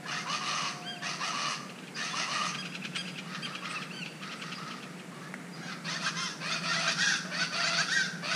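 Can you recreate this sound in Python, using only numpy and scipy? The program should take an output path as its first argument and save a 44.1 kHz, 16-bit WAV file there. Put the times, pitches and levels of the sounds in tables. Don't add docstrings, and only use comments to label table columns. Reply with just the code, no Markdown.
import sys
import numpy as np
from scipy import signal
from scipy.fft import rfft, irfft, next_fast_len
from scipy.io import wavfile

SR = 44100
rng = np.random.default_rng(int(sys.argv[2]) if len(sys.argv) > 2 else 0)


def master_out(mix):
    frames = np.transpose(np.atleast_2d(mix))
    ceiling = np.clip(frames, -1, 1)
    pcm = np.round(ceiling * 32767).astype(np.int16)
    wavfile.write(sys.argv[1], SR, pcm)


N = 368235
T = np.arange(N) / SR

# start in seconds, length in seconds,
# pitch in Hz, rise in Hz per second, relative level in dB, swell in dB, relative ringing tone level in dB.
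RASP_SYLLABLES = [(0.051, .14, 614.3, 606, -37, -6, -43), (.255, 0.1, 580.7, 1001, -33.5, -3.5, -35.5),
                  (0.394, 0.29, 602, -0.5, -36, -3, -38.5), (1.013, 0.13, 612.5, 500.5, -35, -11, -45.5),
                  (1.185, 0.12, 613.7, 1009, -33, -10.5, -39), (1.315, 0.22, 597.6, 102, -36, -5, -38),
                  (1.947, .15, 613, 499, -35.5, -7.5, -71), (2.126, .11, 625, 1190, -32.5, -5, -39),
                  (2.262, 0.22, 615, 252.5, -35, -4, -37)]
# start in seconds, length in seconds, pitch in Hz, rise in Hz per second, relative level in dB,
# swell in dB, relative ringing tone level in dB.
DISTANT_SYLLABLES = [(3.24, 0.11, 630, 99, -50.5, 10, -51), (3.46, 0.093, 631.6, 101, -50.5, -16, -46),
                     (3.61, 0.18, 626.4, -60.5, -47, -2, -46), (4.205, 0.1388, 659, 201, -48.5, 0, -50),
                     (4.42, 0.072, 633, -100, -45, -9, -51), (4.565, 0.1934, 638.4, 62, -49.5, -10, -47.5),
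                     (4.79, 0.22, 625, -4.5, -62.5, -5, -60), (5.11, 0.113, 587, -14, -57, 1, -54),
                     (5.2, 0.078, 636, 3.5, -62, -6, -54), (5.54, 0.066, 738, -14, -50.5, -5, -59),
                     (5.62, .11, 727, -1200, -50.5, 0, -50.5)]
# start in seconds, length in seconds, pitch in Hz, rise in Hz per second, relative level in dB,
# swell in dB, relative undertone level in dB, brightness from 0 to 1.
HOARSE_SYLLABLES = [(5.64, 0.084, 625, 301, -42, -3, -70, 0.11),
                    (5.833, 0.15, 641, 999, -34.5, -8, -56, 0.13),
                    (5.979, 0.099, 657, 4, -33, 4.5, -54, 0.48),
                    (6.142, 0.16, 674.2, 6.5, -33.5, -7, -70, 0.91),
                    (6.397, 0.17, 623.5, 1099.5, -32.5, 2, -50, 0),
                    (6.608, 0.13, 664, 805, -29, 5, -51, 0.06),
                    (6.735, .18, 672.7, 48, -28.5, 2, -46.5, 0.2),
                    (6.953, 0.2, 821, -4.5, -26.5, -1.5, -57, 0.96),
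                    (7.241, 0.051, 646.5, 1103.5, -60, -7, -54, 0.03),
                    (7.297, .145, 637.2, 950, -32, 6, -50, 0),
                    (7.505, 0.13, 677, 847, -28.5, 0, -48.5, 0.04),
                    (7.627, 0.19, 679.4, 149, -27.5, 0, -46.5, 0.06),
                    (7.863, 0.2, 801, -3, -30.5, -10, -63, 0.95),
                    (8.216, .15, 652, 697, -29.5, 4.5, -48, 0.01)]
# frequency in Hz, relative level in dB.
CLEAR_THROAT = [(600, -32), (1050, -23), (1450, 12), (2000, 2), (2400, -10.5), (2850, -19), (3250, -7.5),
                (3800, -4.5), (4150, -13), (4480, -0.5), (4850, -13), (5500, -8), (7000, -13.5),
                (8000, -27), (9500, -27), (13000, -40)]

RASP_SAG_HZ_PER_S, HOARSE_SAG_HZ_PER_S = 200, 220


def from_db(db):
    return 10 ** (np.asarray(db) / 20)


def rms_one(x):
    return x / np.sqrt(np.mean(x ** 2) + 1e-20)


def in_time(rows):
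    s, *columns = np.transpose(rows)
    return [np.interp(T, s, column) for column in columns]


def during(rows):
    first, last = rows[0][0], rows[-1][0]
    return np.interp(T, [first - .03, first, last, last + .03], [0, 1, 1, 0])


def coloured(x, spectrum):
    size = next_fast_len(len(x))
    hz, db = np.transpose(spectrum)
    bins = np.maximum(np.arange(size // 2 + 1) * SR / size, 1)
    skirts = np.minimum(1, bins / hz[0]) ** 2 * np.minimum(1, hz[-1] / bins) ** 2
    colour = from_db(np.interp(np.log(bins), np.log(hz), db))
    return rms_one(irfft(rfft(x, size) * skirts * colour, size)[:len(x)])


def flutter(rate_hz, count):
    run_in = 8000
    lowpass = signal.butter(2, rate_hz, fs=SR, output="sos")
    return rms_one(signal.sosfilt(lowpass, rng.standard_normal(count + run_in))[run_in:])


def swing(pitch_hz, jitter, rate_hz):
    return 2 * np.pi * np.cumsum(pitch_hz * (1 + jitter * flutter(rate_hz, len(pitch_hz)))) / SR


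def syrinx(phase, hiss, shimmer_db, count=20, partials=None):
    pulses = 0
    for k in range(count):
        gain = partials[k] if partials else 1
        pulses = pulses + gain * np.cos((k + 1) * phase + np.pi / 2 * k * k / count)
    puffs = rms_one((1 + np.cos(phase)) * rng.standard_normal(len(phase)))
    return (rms_one(pulses) + hiss * puffs) * from_db(shimmer_db * flutter(145, len(phase)))


def add(out, start_s, sound):
    at = max(0, int(start_s * SR))
    out[at:at + len(sound)] += sound[:max(0, N - at)]


def arch(start_hz, middle_hz, end_hz, count):
    u = np.linspace(-1, 1, count)
    slope = (end_hz - start_hz) / 2
    bend = (start_hz + end_hz) / 2 - middle_hz
    return middle_hz + slope * u + bend * u ** 2


def glide(length_s, pitch_hz, rise_hz_per_s, sag_hz_per_s, flat=2):
    u = np.linspace(-1, 1, int(max(length_s, .01) * SR))
    return pitch_hz + length_s * (rise_hz_per_s * u / 2 - sag_hz_per_s * np.abs(u) ** max(flat, 1))


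def phrasing(rows, sags_hz_per_s, attack_s, release_s):
    power, pitch = np.zeros(N), np.full(N, float(rows[0][2]))
    sags = np.broadcast_to(sags_hz_per_s, len(rows))
    for (start, length, pitch_hz, rise, db, swell_db, *_), sag in zip(rows, sags):
        t, at = T[:SR], int(max(start, 0) * SR)
        held = from_db(db + swell_db * (np.minimum(t / length, 1) - .5))
        opening = np.tanh(t / attack_s) ** 1.16
        dying = np.exp(-np.maximum(t - length, 0) / release_s)
        add(power, start, (held * opening * dying) ** 2)
        pitch[at:] = np.pad(glide(length, pitch_hz, rise, sag), (0, N), "edge")[:N - at]
    return np.sqrt(power), pitch


def rattle(rate_hz, depth_db):
    beats = np.sin(swing(np.full(N, float(rate_hz)), .35, rate_hz=60))
    return rms_one(from_db(depth_db * beats))


def throat_shift(rows, opens, wander):
    points = [(start + length * (.5 + .4 * end), end) for start, length, *_ in rows for end in (-1, 1)]
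    opening, = in_time(points)
    return 1 + opens * opening + wander * flutter(22, N)


def moving_throat(x, throat, shift, count=7):
    steps, out = np.linspace(.88, 1.12, count), 0
    for step, share in zip(steps, np.eye(count)):
        throat_now = [(hz * step, db) for hz, db in throat]
        out = out + np.interp(shift, steps, share) * coloured(x, throat_now)
    return out


def restless(x, depth_db, rate_hz, count=16):
    size = next_fast_len(N)
    spectrum, hz = rfft(x, size), np.arange(size // 2 + 1) * SR / size
    centres, out = np.geomspace(900, 7000, count), 0
    for share in np.eye(count):
        gain = rms_one(from_db(depth_db * flutter(rate_hz, N)))
        out = out + gain * irfft(spectrum * np.interp(hz, centres, share), size)[:N]
    return out


def note(pitch_hz, rough, throat, edge, jitter, shimmer_db, count, air=0.58, torn_db=0, bright_db=0):
    n = len(pitch_hz)
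    phase = swing(pitch_hz * (1 + .005 * flutter(50, n)), jitter * rough, rate_hz=205)
    partials = []
    for k in range(count):
        tear_db = torn_db * np.tanh(flutter(40, n)) if torn_db else 0
        partials.append(from_db(bright_db * min(k, 3) + tear_db))
    voice = coloured(syrinx(phase, air * rough, shimmer_db, count=count, partials=partials), throat)
    return voice * signal.windows.tukey(n, np.clip(edge, 0, 1))


def notes(rows, sag_hz_per_s, throat, flat=2, **voice):
    out = np.zeros(N)
    for start, length, pitch_hz, rise, db, rough, bright_db in rows:
        pitch = glide(length, pitch_hz, rise, sag_hz_per_s, flat)
        add(out, start, from_db(db) * note(pitch, rough, throat, bright_db=bright_db, **voice))
    return out


def rasping_bird():
    # frequency in Hz, relative level in dB.
    rasp_throat = [(400, -56), (700, 2.5), (900, 0.5), (1250, 5), (1550, -1.5), (1930, 5), (2200, -1),
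                   (2500, 5.5), (2680, 2.5), (2840, 7), (3050, 0), (3600, -4), (4400, 2), (5300, -1.5),
                   (6250, 1.5), (6750, -14), (7500, -14.5), (9800, -17), (12000, -38)]
    gain, pitch_hz = phrasing(RASP_SYLLABLES, RASP_SAG_HZ_PER_S, attack_s=0.055, release_s=0.036)
    pulses = syrinx(swing(pitch_hz, jitter=.1, rate_hz=400), hiss=.4, shimmer_db=1.0)
    pulses = pulses * rattle(100, depth_db=6)
    rasp = moving_throat(pulses, rasp_throat, throat_shift(RASP_SYLLABLES, opens=.01, wander=.016))
    return gain * from_db(2.4) * restless(rasp, depth_db=2.2, rate_hz=25)


def hoarse_birds():
    # frequency in Hz, relative level in dB.
    low_throat = [(500, -43), (950, 1), (1350, 2.5), (1750, 0.5), (2150, -5.5), (2400, 6.5), (2700, 0.5),
                  (3000, -3.5), (3450, -2), (4050, -5.5), (4550, 5), (5150, -6), (6100, -4.5), (6800, -21),
                  (7900, -19), (9700, -20), (12500, -50)]
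    # frequency in Hz, relative level in dB.
    bright_throat = [(500, -49), (1050, 3.5), (1500, 11.5), (1900, 5.5), (2230, -18), (2550, 8),
                     (3000, -3.5), (3400, 9.5), (3800, 4), (4350, 4), (5000, 6), (5750, 8), (7200, -8.5),
                     (7900, -13.5), (9400, -9.5), (13000, -35)]
    brights = np.clip([row[-1] for row in HOARSE_SYLLABLES], 0, 1)
    sags_hz_per_s = HOARSE_SAG_HZ_PER_S + 480 * brights
    gain, pitch_hz = phrasing(HOARSE_SYLLABLES, sags_hz_per_s, attack_s=0.036, release_s=0.026)
    bright_points = [(start + length * share, bright)
                     for (start, length, *_), bright in zip(HOARSE_SYLLABLES, brights) for share in (.1, .9)]
    brightness, = in_time(bright_points)
    pulses = syrinx(swing(pitch_hz, jitter=.06, rate_hz=170), hiss=.4, shimmer_db=1.0)
    pulses = pulses * rattle(105, depth_db=3.8)
    shift = throat_shift(HOARSE_SYLLABLES, opens=.015, wander=.015)
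    rasp = (1 - brightness) * moving_throat(pulses, low_throat, shift)
    rasp = rasp + brightness * moving_throat(pulses, bright_throat, shift)
    return gain * from_db(-2.2) * restless(rasp, depth_db=2.5, rate_hz=25)


def throat_tones():
    # frequency in Hz, relative level in dB.
    ring_throat = [(550, -13.5), (850, 0), (1150, 4.5), (1320, 5), (1600, -10.5), (2000, -60), (2400, -42),
                   (2900, 4.5), (3500, -77)]
    # frequency in Hz, relative level in dB.
    growl_throat = [(450, -6.5), (660, 8), (1000, 7), (1370, 3.5), (1700, 7), (2050, -7), (2600, 1.5),
                    (4000, -13)]
    ring_lingers_s, growl_lingers_s = 0.01284, 0.0217
    scoop, scoop_s = 0.0901, 0.02192
    out = np.zeros(N)
    for start, length, pitch_hz, rise, _, _, db in RASP_SYLLABLES + DISTANT_SYLLABLES:
        pitch = glide(length + ring_lingers_s, pitch_hz, rise, RASP_SAG_HZ_PER_S)
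        pitch = pitch * (1 - scoop * np.exp(-T[:len(pitch)] / scoop_s))
        pitch = pitch * (1 + .025 * flutter(45, len(pitch)))
        ring = note(pitch, .48, ring_throat, edge=.2, jitter=.11, shimmer_db=2.2, count=5, air=2.0, torn_db=4)
        add(out, start, from_db(db - 0.1) * ring)
    for start, length, pitch_hz, rise, _, _, db, _ in HOARSE_SYLLABLES:
        pitch = glide(length + growl_lingers_s, pitch_hz, rise, HOARSE_SAG_HZ_PER_S)
        pitch = pitch * (1 + .018 * flutter(60, len(pitch)))
        growl = note(pitch, 0.5, growl_throat, edge=0.26, jitter=.1, shimmer_db=3.2, count=5, air=1.9, torn_db=3)
        add(out, start, from_db(db + 5.7) * growl)
    return out


def wails(curves, rough, bright_db, voice):
    out = np.zeros(N)
    for rows in curves:
        held = slice(int(rows[0][0] * SR), int(rows[-1][0] * SR))
        pitch_hz, level_db = (column[held] for column in in_time(rows))
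        cry = note(pitch_hz, rough, CLEAR_THROAT, edge=.15, bright_db=bright_db, **voice)
        out[held] += from_db(level_db) * cry
    return out


def clear_calls():
    # start in seconds, length in seconds, pitch in Hz, rise in Hz per second,
    # relative level in dB, roughness as a factor, brightness in dB per partial.
    glide_rows = [(.02, 0.073, 826, 1250, -47.5, 1.2, -2), (.1, 0.1, 891, 1252, -40.5, 1.24, -1),
                  (.18, 0.069, 1060, 1250, -46.5, .5, -10), (1.01, 0.086, 931, 1250, -44.5, 0.83, 0),
                  (1.83, 0.042, 795, 1253, -54, 0.19, -1), (1.945, 0.13, 904, 1506, -42, 0.9, -3.5),
                  (5.21, 0.095, 843.5, 1250, -52.5, 0.93, 0), (5.61, 0.12, 803, -900, -47, 0.4, 2),
                  (5.875, 0.067, 1008, 3002, -38.5, 0.37, 0.5), (5.937, 0.019, 860, -12000, -39, 0.35, 4),
                  (5.955, 0.023, 917, 992, -37, 0.1, 0.5), (6.017, 0.055, 775, 1250, -55, 0.5, 0),
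                  (6.058, 0.035, 800, 804, -31, 0, -1.5), (6.435, 0.056, 810, 600, -46, 0.24, 0.5),
                  (6.46, 0.048, 987, 2003, -45, 0.1, -4), (6.505, 0.056, 724, 1300, -35.5, 0.5, 6.5),
                  (6.682, 0.051, 917, -600, -36.5, 0.41, 0.5), (6.725, 0.046, 799, 1500, -36, 0.29, 5.5),
                  (6.758, 0.0514, 1004, 1201, -34.5, 0, -2), (6.87, 0.043, 798, 1798, -29.5, 0.4, 4),
                  (7.31, .07, 792.6, 1509, -46, 0.52, -2), (7.34, 0.067, 959, 1804.5, -41, .45, -5),
                  (7.391, 0.056, 748, 598, -31.5, 0.17, 3), (7.597, 0.04, 943, 5000, -37.5, 0.27, -1),
                  (7.633, 0.05, 785, 1408, -32, 0.13, 4.5), (7.668, 0.036, 1018, -1000, -34, 0.24, 2),
                  (7.773, 0.048, 785.3, 2600, -29, 0.15, 1.5), (8.299, 0.067, 759, 1248, -35, 0.2, 3)]
    # start in seconds, length in seconds, pitch in Hz, rise in Hz per second,
    # level in dB, roughness as a factor, brightness in dB per partial.
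    yelp_rows = [(5.88, .08, 1030, 2002, -41.5, .4, 1.5), (6.025, .08, 1045, 900, -39, 0.46, 2.5),
                 (6.15, .145, 1055, -300, -38.5, 0.15, 1.5)]
    # frequency in Hz, relative level in dB.
    yelp_throat = [(700, 0), (1050, 3), (1500, 6), (2100, 0.5), (2700, -24), (3200, 3), (4200, -18),
                   (5300, -1), (6400, -4), (8000, -22), (13000, -34)]
    # time in seconds, pitch in Hz, relative level in dB.
    low_curves = [
        [(6.97, 648, -44), (6.976, 658, -38), (7.008, 775.7, -31), (7.014, 791.6, -41), (7.03, 805, -26),
         (7.05, 802, -58), (7.062, 818, -32.5), (7.092, 811, -26.5), (7.102, 796, -40), (7.13, 760.4, -31),
         (7.19, 652.4, -54)],
        [(7.88, 674, -37), (7.898, 731, -35.5), (7.92, 785, -33), (7.934, 758, -50), (7.95, 805, -45),
         (7.974, 801.3, -25), (7.984, 776.6, -30.5), (8.01, 776.6, -29), (8.054, 701, -43), (8.068, 718.5, -37),
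         (8.08, 702.6, -41)],
    ]
    # time in seconds, pitch in Hz, relative level in dB.
    high_curves = [
        [(7.0, 895, -49), (7.006, 925, -36), (7.048, 963.2, -30), (7.076, 879.6, -49), (7.1, 937.5, -37),
         (7.15, 775.5, -51)],
        [(7.91, 824, -38), (7.94, 955, -33.5), (7.99, 935, -37), (8.018, 893, -43), (8.032, 813, -50),
         (8.05, 786.6, -38)],
    ]
    voice = dict(jitter=.04, shimmer_db=1.3, count=9, air=.9)
    glides = notes(glide_rows, 340, CLEAR_THROAT, edge=.5, torn_db=5, **voice)
    low = wails(low_curves, .19, 0, dict(voice, torn_db=3))
    high = wails(high_curves, .12, 1, dict(voice, torn_db=7))
    yelps = notes(yelp_rows, 1000, yelp_throat, flat=3, edge=.3, jitter=.09, shimmer_db=1.2,
                  count=6, air=1.2, torn_db=2.5)
    return from_db(2.0) * glides + from_db(1.5) * low + from_db(4.0) * high + yelps


def squeals():
    # start in seconds, length in seconds, pitch in Hz, rise in Hz per second,
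    # level in dB, roughness as a factor, brightness in dB per partial.
    squeal_rows = [(.812, 0.18, 1603, 5, -36, 0.083, -1.5), (2.095, 0.054, 1739, 0.5, -41.5, 0.082, 1.5),
                   (2.572, 0.058, 1640, 4, -39.5, 0.086, 1.5), (2.968, 0.06, 1616, 0, -37.5, 0.19, 2.5),
                   (3.11, 0.064, 1625, 0, -58, .16, 0), (3.412, 0.064, 1595, 0, -37.5, 0.2, 1),
                   (3.57, 0.037, 1650, 0, -50, 0.14, -2), (3.697, 0.029, 1210, 29996, -42.5, 0.17, -5),
                   (3.74, 0.054, 1317, -3800, -37, .05, -1), (3.89, 0.17, 1538, -400, -35, 0.25, 1)]
    # frequency in Hz, relative level in dB.
    squeal_throat = [(1100, -26), (1650, -9), (2100, 6), (2700, 10.5), (3000, -14), (3220, -2.5),
                     (3700, -9), (4200, -12), (4750, -7.5), (5400, -17), (6400, -24), (8000, -27),
                     (9700, -28), (12000, -44)]
    return notes(squeal_rows, 2900, squeal_throat, flat=2.8, edge=.7, jitter=.045, shimmer_db=1.1,
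                 count=6, torn_db=4)


def chatter(lead_s=.037, squeak_s=0.0266, swell_s=0.01, fade_s=0.017, burst_db=-10.5, fall_db=-11.5):
    # time of the burst's peak in seconds, relative chip level in dB,
    # level of the squeak before it in dB.
    chip_rows = [(1.6978, -36, -58), (1.79, -38, -47), (1.835, -42, -66), (1.877, -35, -54),
                 (2.551, -25, -42), (2.6563, -27, -36), (2.754, -25, -38), (2.851, -24, -37),
                 (2.9628, -20.5, -41), (3.083, -26.5, -38), (3.187, -26.5, -39.5), (3.354, -31, -43),
                 (3.459, -26, -38), (3.556, -27.5, -41), (3.6564, -28, -40), (3.706, -30, -55),
                 (3.827, -28.5, -48), (4.0636, -29, -46), (4.232, -30, -47), (4.324, -29.5, -40),
                 (4.4249, -28, -46), (4.527, -27, -48), (4.7152, -30, -48), (4.8328, -32.5, -48),
                 (4.9994, -39, -52)]
    # frequency in Hz, relative level in dB.
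    burst_colour = [(700, -19), (1500, -2.5), (2700, 5.5), (3700, -1.5), (5000, -6.5), (6500, -11.5),
                    (8000, -21), (13000, -37)]
    out, squeak_n, fall_n = np.zeros(N), int(squeak_s * SR), int(.022 * SR)
    t = T[:SR // 16] - .025
    envelope = np.exp(np.minimum(t / swell_s, -t / fade_s)) * signal.windows.tukey(len(t), .5)
    detunes = 1 + 0.021 * rng.standard_normal(len(chip_rows))
    for (s, db, squeak_db), detune in zip(chip_rows, detunes):
        squeak = np.sin(swing(arch(1900, 2720, 2100, squeak_n) * detune, jitter=.02, rate_hz=330))
        fall = np.sin(swing(arch(3900, 2650, 2250, fall_n) * detune, jitter=.025, rate_hz=600))
        burst_phase = swing(arch(1700, 1400, 1000, len(t)), .12, rate_hz=300)
        burst = coloured(syrinx(burst_phase, .7, 1.8, count=9), burst_colour)
        add(out, s - lead_s, from_db(squeak_db) * squeak * np.hanning(squeak_n))
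        add(out, s - fall_n / SR / 2, from_db(db + fall_db) * fall * np.hanning(fall_n))
        add(out, s + t[0], from_db(db + burst_db) * burst * envelope)
    return out


def distant_birds():
    # frequency in Hz, relative level in dB.
    distant_throat = [(450, -21), (650, -14), (880, -21), (1080, -2.5), (1270, 5), (1500, 3.5), (1800, 1.5),
                      (2200, -2), (2800, -13.5), (3600, -6.5), (4600, -5), (6000, -9), (7500, -35),
                      (12000, -47)]
    gain, pitch_hz = phrasing(DISTANT_SYLLABLES, 60, attack_s=0.028, release_s=0.047)
    phase = swing(pitch_hz, jitter=.06, rate_hz=250.0)
    return gain * from_db(5.5) * coloured(syrinx(phase, hiss=1.0, shimmer_db=5.5), distant_throat)


def dove():
    # time in seconds, pitch in Hz, level in dB.
    coo_curve = [(0, 726, -56), (.2, 717, -54), (.4, 738, -59), (.6, 714, -56), (.9, 713, -48.5),
                 (1.08, 698.7, -53.5), (1.2, 653, -58)]
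    pitch_hz, level_db = in_time(coo_curve)
    tone = rms_one(np.sin(swing(pitch_hz, jitter=0.011, rate_hz=93)))
    return during(coo_curve) * from_db(level_db) * tone


def peeps():
    # start in seconds, length in seconds, pitch in Hz, level in dB,
    # roughness from 0 to 1.
    peep_rows = [(1.938, 0.049, 4800, -46.5, 0.22), (2.943, 0.054, 8500, -52, 0.42),
                 (3.418, 0.068, 9700, -62, .12), (3.674, 0.088, 8460, -54.5, 0.42),
                 (4.342, .105, 8230, -62.5, .4), (4.531, 0.069, 4876, -50, 0.32),
                 (4.961, 0.063, 8240, -67.5, 0.3), (5.517, 0.053, 4890, -54, 0.09)]
    out = np.zeros(N)
    for start, length, pitch_hz, db, rough in peep_rows:
        phase = swing(glide(length, pitch_hz, 0, sag_hz_per_s=2300), 0.135 * rough, rate_hz=380)
        add(out, start, from_db(db) * rms_one(np.hanning(len(phase)) * np.sin(phase)))
    return out


def pecks(t60=.035):
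    # start in seconds, starting level in dB.
    peck_rows = [(5.340, -34)]
    # frequency in Hz, relative level in dB.
    peck_colour = [(500, -1), (1200, -2), (1900, 11), (3200, -17), (6000, -17), (8500, -10), (13000, -36)]
    out, t = np.zeros(N), T[:SR // 10]
    for s, db in peck_rows:
        tap = coloured(rng.standard_normal(len(t)), peck_colour)
        add(out, s, from_db(db - 60 * t / t60) * tap)
    return out


def among_trees(x, scatter_db, tail_db, scatter_t60=0.14, tail_t60=0.65):
    t = T[:SR]
    sparse = rng.random(SR) < 1500 / SR
    scatter = rng.standard_normal(SR) * sparse * from_db(-60 * t / scatter_t60)
    tail_colour = [(400, -7.5), (1400, -1.5), (2500, -10.5), (5000, -6.0), (10000, -5.5)]  # Hz, dB
    tail = coloured(rng.standard_normal(SR), tail_colour)
    tail = tail * from_db(-60 * t / tail_t60) * (1 - np.exp(-t / 0.048))
    echoes = (from_db(scatter_db) * rms_one(scatter) + from_db(tail_db) * rms_one(tail)) / np.sqrt(SR)
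    return x + signal.fftconvolve(x, echoes)[:N]


def drone(pitch_hz, levels, jitter, rate_hz):
    tone = rms_one(np.sin(swing(np.full(N, float(pitch_hz)), jitter, rate_hz)))
    return from_db(in_time(levels)[0]) * tone


def background():
    # frequency in Hz, relative level in dB.
    rumble_colour = [(20, -40), (90, -32), (112, -28.5), (130, -10), (150, 1), (190, -0.5), (250, -5),
                     (340, -10.5), (500, -17), (900, -18.5), (2000, -59)]
    # frequency in Hz, relative level in dB.
    air_colour = [(100, -31), (200, -4), (500, 6), (800, -2.5), (1300, 0.5), (2200, 1.5), (3200, -7),
                  (5000, -10.5), (8000, -10.5), (10400, -15.5), (10900, -14), (11300, -21), (15000, -27)]
    # time in seconds, level in dB.
    low_levels = [(0, -56), (1.2, -73), (5.2, -68), (5.6, -48), (6.3, -51.5), (6.9, -43.5), (7.6, -54.5),
                  (8.35, -46)]
    # time in seconds, level in dB.
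    high_levels = [(0, -62), (2.3, -55.5), (2.9, -47.5), (4.3, -54.5), (8.35, -47.5)]
    rumble = from_db(-46.5) * coloured(rng.standard_normal(N), rumble_colour)
    low = drone(165.2, low_levels, jitter=0.0088, rate_hz=12.4)
    high = drone(181.7, high_levels, jitter=0.02062, rate_hz=11.5)
    air = from_db(-50.5) * coloured(rng.standard_normal(N), air_colour)
    return rumble + low + high + air


def scene():
    rasps = among_trees(rasping_bird() + distant_birds() + hoarse_birds(), scatter_db=1, tail_db=-8.5)
    calls = among_trees(throat_tones() + clear_calls(), scatter_db=-11, tail_db=-14)
    near = among_trees(squeals() + chatter() + peeps() + pecks(), scatter_db=-11, tail_db=-9)
    return (from_db(-4.0) * rasps + calls + near + dove() + background())[None]


def record(dry):
    cutoff_hz = 15200
    return signal.sosfilt(signal.ellip(10, .1, 80, cutoff_hz, fs=SR, output="sos"), dry)


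dry = scene()
out = record(dry)
master_out(out)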